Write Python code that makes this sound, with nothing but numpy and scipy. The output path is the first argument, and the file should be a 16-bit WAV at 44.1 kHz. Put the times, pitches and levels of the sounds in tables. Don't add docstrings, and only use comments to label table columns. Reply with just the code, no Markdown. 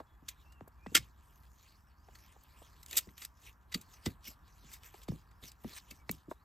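import sys
import numpy as np
from scipy import signal
from scipy.fft import rfft, irfft
from scipy.io import wavfile
from scipy.ndimage import uniform_filter1d

SR = 44100
rng = np.random.default_rng(int(sys.argv[2]) if len(sys.argv) > 2 else 0)


def wav_out(sig):
    wavfile.write(sys.argv[1], SR, np.round(np.clip(np.atleast_2d(sig).T, -1, 1) * 32767).astype(np.int16))


N = 284004


def gain_of(db):
    return 10 ** (np.asarray(db) / 20)


def unit_rms(x):
    return x / np.sqrt(np.mean(x ** 2) + 1e-20)


def curve_at(points, hz):
    f, value = np.transpose(points)
    return np.interp(np.log(hz + 1), np.log(f + 1), value)


def add(mix, start_s, sound):
    at = round(start_s * SR)
    part = mix[max(at, 0):][:len(sound) + min(at, 0)]
    part += sound[max(-at, 0):][:len(part)]


def filtered(x, response):
    return irfft(rfft(x) * response(np.fft.rfftfreq(x.shape[-1], 1 / SR)), x.shape[-1])


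def wander(rate_hz):
    return unit_rms(filtered(rng.standard_normal(N), lambda f: (f > 0) / (1 + (f / rate_hz) ** 2)))


def crackle(count, per_s, spread_db, hiss):
    when, size, sign = rng.random((3, count))
    snaps = (when < per_s / SR) * gain_of(-spread_db * np.log(size + 0.016)) * np.sign(sign - .5)
    return unit_rms(unit_rms(snaps) + hiss * rng.standard_normal(count))


# (peak time
# [s], peak level [dB], 20 dB rise [s], 20 dB fall [s])
STROKES = [(0, -70, .1, 0.017), (.3, -60, 0.047, 0.047), (.44, -71.5, 0.26, 0.15), (.98, -56.5, 0.12, 0.12),
           (1.33, -69.5, 0.32, .4), (1.68, -65, 0.26, 0.19), (2.17, -66, 0.18, 0.51),
           (2.6, -65.5, 0.24, 0.79), (2.94, -52.5, 0.076, 0.14), (2.985, -42, 0.088, 0.03),
           (3.225, -49, 0.049, 0.053), (3.47, -59, 0.11, 0.073), (3.745, -56.5, 0.044, 0.13),
           (3.94, -63.5, 0.087, 0.18), (4.075, -53, 0.066, 0.074), (4.281, -48.5, 0.056, 0.06),
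           (4.488, -68.5, 0.064, 0.44), (4.74, -56.5, 0.13, 0.069), (4.862, -54, 0.055, 0.05),
           (5.02, -61.5, 0.3, 0.038), (5.12, -62, 0.068, 0.13), (5.434, -54, 0.019, 0.092),
           (5.486, -54, 0.092, 0.029), (5.69, -56.5, 0.1, 0.15), (5.777, -48, 0.099, 0.025),
           (5.92, -64.5, 0.3, 0.14), (6.115, -59, .05, 0.11)]
def stroke_envelope(rest_db=-82, roundness=1.4):
    t = np.arange(N) / SR
    power = gain_of(2 * rest_db)
    for peak_s, db, rise_s, fall_s in STROKES:
        from_peak = abs(t - peak_s) / np.where(t < peak_s, rise_s, fall_s)
        power = power + gain_of(2 * (db - 20 * from_peak ** roundness))
    return np.sqrt(power)


# (frequency [Hz], relative level [dB])
LITTER_SPECTRUM = [(60, -21.5), (280, 0.5), (900, -6.5), (2500, 3), (5000, 0.5), (9000, -1), (15000, -3)]
def litter_rustle():
    envelope = stroke_envelope() * gain_of(1.4 * wander(rate_hz=110))
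    grains = crackle(N, per_s=900, spread_db=6.5, hiss=1.8)
    hz, _, spectra = signal.stft(grains, SR, nperseg=256)
    patches = uniform_filter1d(rng.standard_normal(spectra.shape), size=7, axis=0)
    patches = uniform_filter1d(patches, size=14, axis=1)
    spectra = spectra * gain_of(curve_at(LITTER_SPECTRUM, hz)[:, None] + 4.2 * unit_rms(patches))
    return envelope * unit_rms(signal.istft(spectra, SR, nperseg=256)[1][:N])


# (frequency [Hz], relative level [dB])
TRAFFIC_SPECTRUM = [(20, -30.5), (35, -9.5), (60, 2), (120, -13.5), (250, -23), (520, -33), (720, -27.5),
                    (1000, -20), (1650, -26), (2100, -38.5), (5000, -55.5), (16000, -42)]
def far_traffic(db=-61):
    hum = filtered(rng.standard_normal(N), lambda f: gain_of(curve_at(TRAFFIC_SPECTRUM, f)))
    return gain_of(db + wander(rate_hz=1.5)) * unit_rms(hum)


# (time [s], peak level [dB], nominal frequency [Hz], sweep tilt [dB/octave])
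THUDS = [(0.002, -36.5, 640, 0), (0.222, -50.5, 227, -7), (0.609, -41, 160, 3), (0.675, -47.5, 782, -13),
         (0.863, -38, 171, 2), (0.918, -42.5, 350, -15), (0.953, -33.5, 338, -4),
         (0.975, -40.5, 129.2, -6.5), (2.085, -48, 696, -18), (2.362, -52, 822, -21.5),
         (2.618, -48, 763, -18.5), (3.07, -46, 242, -8), (3.748, -31, 233.6, -16), (4.063, -26.5, 204, -3),
         (4.273, -49, 233, -11), (4.638, -53, 159, -4.5), (4.941, -44.5, 724, -15), (5.084, -27.5, 157, -3),
         (5.119, -35.5, 179.7, -5), (5.427, -47.5, 246, -9), (5.645, -32.5, 218, -2), (5.909, -48, 268, -6),
         (6.0937, -32.5, 177, 1.5), (6.279, -40.5, 292, -11.5), (6.313, -28.5, 763, -5)]
def pole_thud(start_s, db, hz, tilt_db):
    t = np.arange(9000) / SR
    cycles = t * hz
    sweep_hz = hz * 0.54 + 1.5 / (t + 0.0009)
    wave = np.sin(2 * np.pi * np.cumsum(sweep_hz) / SR) * gain_of(tilt_db * np.log2(sweep_hz / hz))
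    passing = np.exp(-(cycles / 4.18) ** 4)
    noise = rng.standard_normal(len(t))
    rumble = unit_rms(filtered(noise, lambda f: (f / hz) ** 1.3 / (1 + (f / hz / 0.9) ** 4.5)))
    shudder = 1.3 * np.sqrt(hz / 250) * rumble * gain_of(-2.2 * cycles) * (1 - np.exp(-cycles / 1.7))
    thud = (wave * passing + shudder) * (1 - np.exp(-t / 0.00013))
    return start_s, gain_of(db) * thud / abs(thud).max()


# (frequency [Hz], relative level [dB])
TEAR_SPECTRUM = [(80, -26.5), (330, -9.5), (1000, -17.5), (1400, -5), (2500, -2), (5000, -3.5), (8000, 2),
                 (12000, -3), (16000, -5.5)]
# (frequency [Hz], bandwidth [Hz], relative level [dB])
STEM_MODES = [(1320, 90, -0.5), (2060, 89, -4), (3730, 300, -4.5), (4800, 260, -1.5)]
# (peak time [s], peak level [dB], rise time [ms], tilt above 2 kHz [dB/octave])
TEARS = [(0.0044, -50.5, 4.2, -4), (0.288, -24, 3.6, 0), (0.525, -50.5, 4.4, 0), (0.6083, -62, 5.5, -6),
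         (0.68, -45.5, 3, 11.5), (0.867, -41, 0.94, -11.5), (0.953, -5.5, 4.16, -2),
         (0.9574, -12, 0.85, -2.5), (0.967, -13.5, 4.9, -4), (0.976, -19, 2.5, -3.5), (2.087, -57, 1.7, -9),
         (2.155, -43.5, 4.5, -3), (2.437, -45, 2.3, 11.5), (2.831, -37.5, 1.9, 2.1),
         (2.8623, -33.5, 0.42, 0.5), (2.8844, -44, 1.8, 0), (2.9111, -32, 0.92, 1),
         (2.9304, -25.5, 1.6, -3), (2.9738, -11, 5.7, 4), (2.9818, -14.5, 2.7, 3), (2.9883, -20, 1.52, 0),
         (3.0903, -50.5, 2.6, -10.5), (3.181, -36.5, 3.3, -0.5), (3.2212, -35.5, 4.1, -4),
         (3.2377, -42, 1.4, -3), (3.2507, -27.5, 1.9, 1), (3.7258, -38, 6.1, -4),
         (3.7454, -19.5, 2.9, -2.5), (3.8147, -33.5, 3.1, 4.5), (3.939, -45.5, 2.7, -2),
         (4.062, -23.5, 4.3, -4), (4.2736, -43, 1.1, -17), (4.738, -35.5, 11, 3.5),
         (4.9425, -45.5, 2.1, -5.5), (5.0355, -42.5, 6.2, 2.5), (5.0865, -40, 4.4, -3.5),
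         (5.314, -55, 4, -4), (5.5185, -40, 2.7, 0), (5.644, -45.5, 1.5, -8.5), (5.9113, -33, 4.7, 2),
         (6.0942, -26.5, 0.53, -5), (6.1136, -14.5, 1.15, 13), (6.312, -44, 13.6, 3)]
def fibre_tear(peak_s, db, rise_ms, tilt_db):
    lead, rise_s = 2048, rise_ms / 1000
    t = (np.arange(8192) - lead) / SR
    t60 = 0.012 + 7.9 * rise_s
    envelope = np.where(t < 0, np.exp(-(t / rise_s) ** 2), gain_of(-60 * t / t60))
    envelope += 1.5 * np.exp(-abs(t) / 5e-4) * (t >= 0)
    envelope += gain_of(-26 - 60 * t / 0.15) * (t > 0)
    fibres = crackle(len(t), per_s=10000, spread_db=-6.5, hiss=1.2) * envelope
    deviations = rng.standard_normal((len(STEM_MODES), 2)) * [4, .05]

    def response(f):
        modes = sum(gain_of(mode_db + extra_db) / (1 + 2j * (f - hz * (1 + detune)) / width)
                    for (hz, width, mode_db), (extra_db, detune) in zip(STEM_MODES, deviations))
        treble_db = tilt_db * np.log2(np.maximum(f, 2000) / 4000)
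        return gain_of(curve_at(TEAR_SPECTRUM, f) + treble_db) * (1 + 2 * modes)

    burst = filtered(fibres, response)
    return peak_s - lead / SR, gain_of(db) * burst / abs(burst).max()


# (start [s], end [s], first frequency [Hz], last frequency [Hz], rms level [dB])
WHISTLES = [(0.055, 0.14, 3400, 3380, -85), (0.44, 0.545, 2665, 2880, -76), (.546, .6, 2750, 2680, -79),
            (0.778, 0.93, 2375, 2800, -75), (1.865, 1.9, 5700, 4400, -86), (1.89, 1.94, 4450, 4400, -89),
            (1.94, 2.09, 4500, 5750, -86), (3.81, 3.93, 4300, 5460, -86), (5.25, 5.395, 4400, 5600, -88),
            (5.986, 6.035, 2300, 2240, -79), (6.35, 6.44, 3750, 4650, -87)]
def bird_whistle(start_s, end_s, first_hz, last_hz, db):
    progress = np.linspace(0, 1, round((end_s - start_s) * SR))
    bend = np.sin(np.pi / 2 * progress ** 1.3) ** 2
    hz = first_hz + (last_hz - first_hz) * bend
    tone = np.sin(2 * np.pi * np.cumsum(hz) / SR) * signal.windows.tukey(len(hz), .4)
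    echoes = rng.standard_normal(4096) * np.exp(-np.arange(4096) / SR / .03) / 30
    echoes[0] = (2800 / last_hz) ** 3
    return start_s, gain_of(db) * unit_rms(signal.oaconvolve(tone, echoes)[:len(tone) + 2048])


# (frequency [Hz], relative level [dB], 60 dB decay time [s])
HOLLOW_MODES = [(2273, 2, 0.042), (2620, 1.5, 0.03), (3065, -7, 0.019), (4130, -2, 0.028)]
# (time [s], peak level [dB])
TAPS = [(5.912, -41.5), (6.093, -33)]
def stem_tap(start_s, db):
    t = np.arange(4096) / SR
    ring = sum(gain_of(mode_db - 60 * t / t60) * np.sin(2 * np.pi * hz * t)
               for hz, mode_db, t60 in HOLLOW_MODES)
    contact = rng.standard_normal(len(t)) * np.exp(-t / 0.0017)
    tap = signal.oaconvolve(ring, contact)
    return start_s, gain_of(db) * tap / abs(tap).max()


# (frequency [Hz], coherence [ratio])
COHERENCE = [(1500, 0.96), (15000, 0.94)]
def scene():
    left = litter_rustle() + far_traffic()
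    for play, table in ((fibre_tear, TEARS), (pole_thud, THUDS), (stem_tap, TAPS),
                        (bird_whistle, WHISTLES)):
        for row in table:
            add(left, *play(*row))
    hz, _, spectra = signal.stft(left, SR, nperseg=256, noverlap=192)
    coherence = curve_at(COHERENCE, hz)[:, None]
    scattered = 2 * spectra * np.exp(2j * np.pi * rng.random(spectra.shape))
    blend = coherence * spectra + np.sqrt(1 - coherence ** 2) * scattered
    right = signal.istft(blend, SR, nperseg=256, noverlap=192)[1][:N]
    return np.array([left, right])


# (frequency [Hz], lead of left over right [rad])
PHASE_LEAD = [(0, 0), (1150, -.6), (1500, -1.9), (1800, 0), (2930, .6), (7400, 0), (9100, -2.7),
              (10800, -3.5), (11900, -5.9), (13600, -6.6), (15200, -9.4)]
def record(dry, cutoff_hz=15900):
    ports = filtered(dry, lambda f: np.exp(.5j * np.outer([1, -1], curve_at(PHASE_LEAD, f))))
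    low_pass = signal.firwin(511, cutoff_hz, window=("kaiser", 9), fs=SR)
    return signal.oaconvolve(ports, low_pass[None], "same")


dry = scene()
out = record(dry)
wav_out(out)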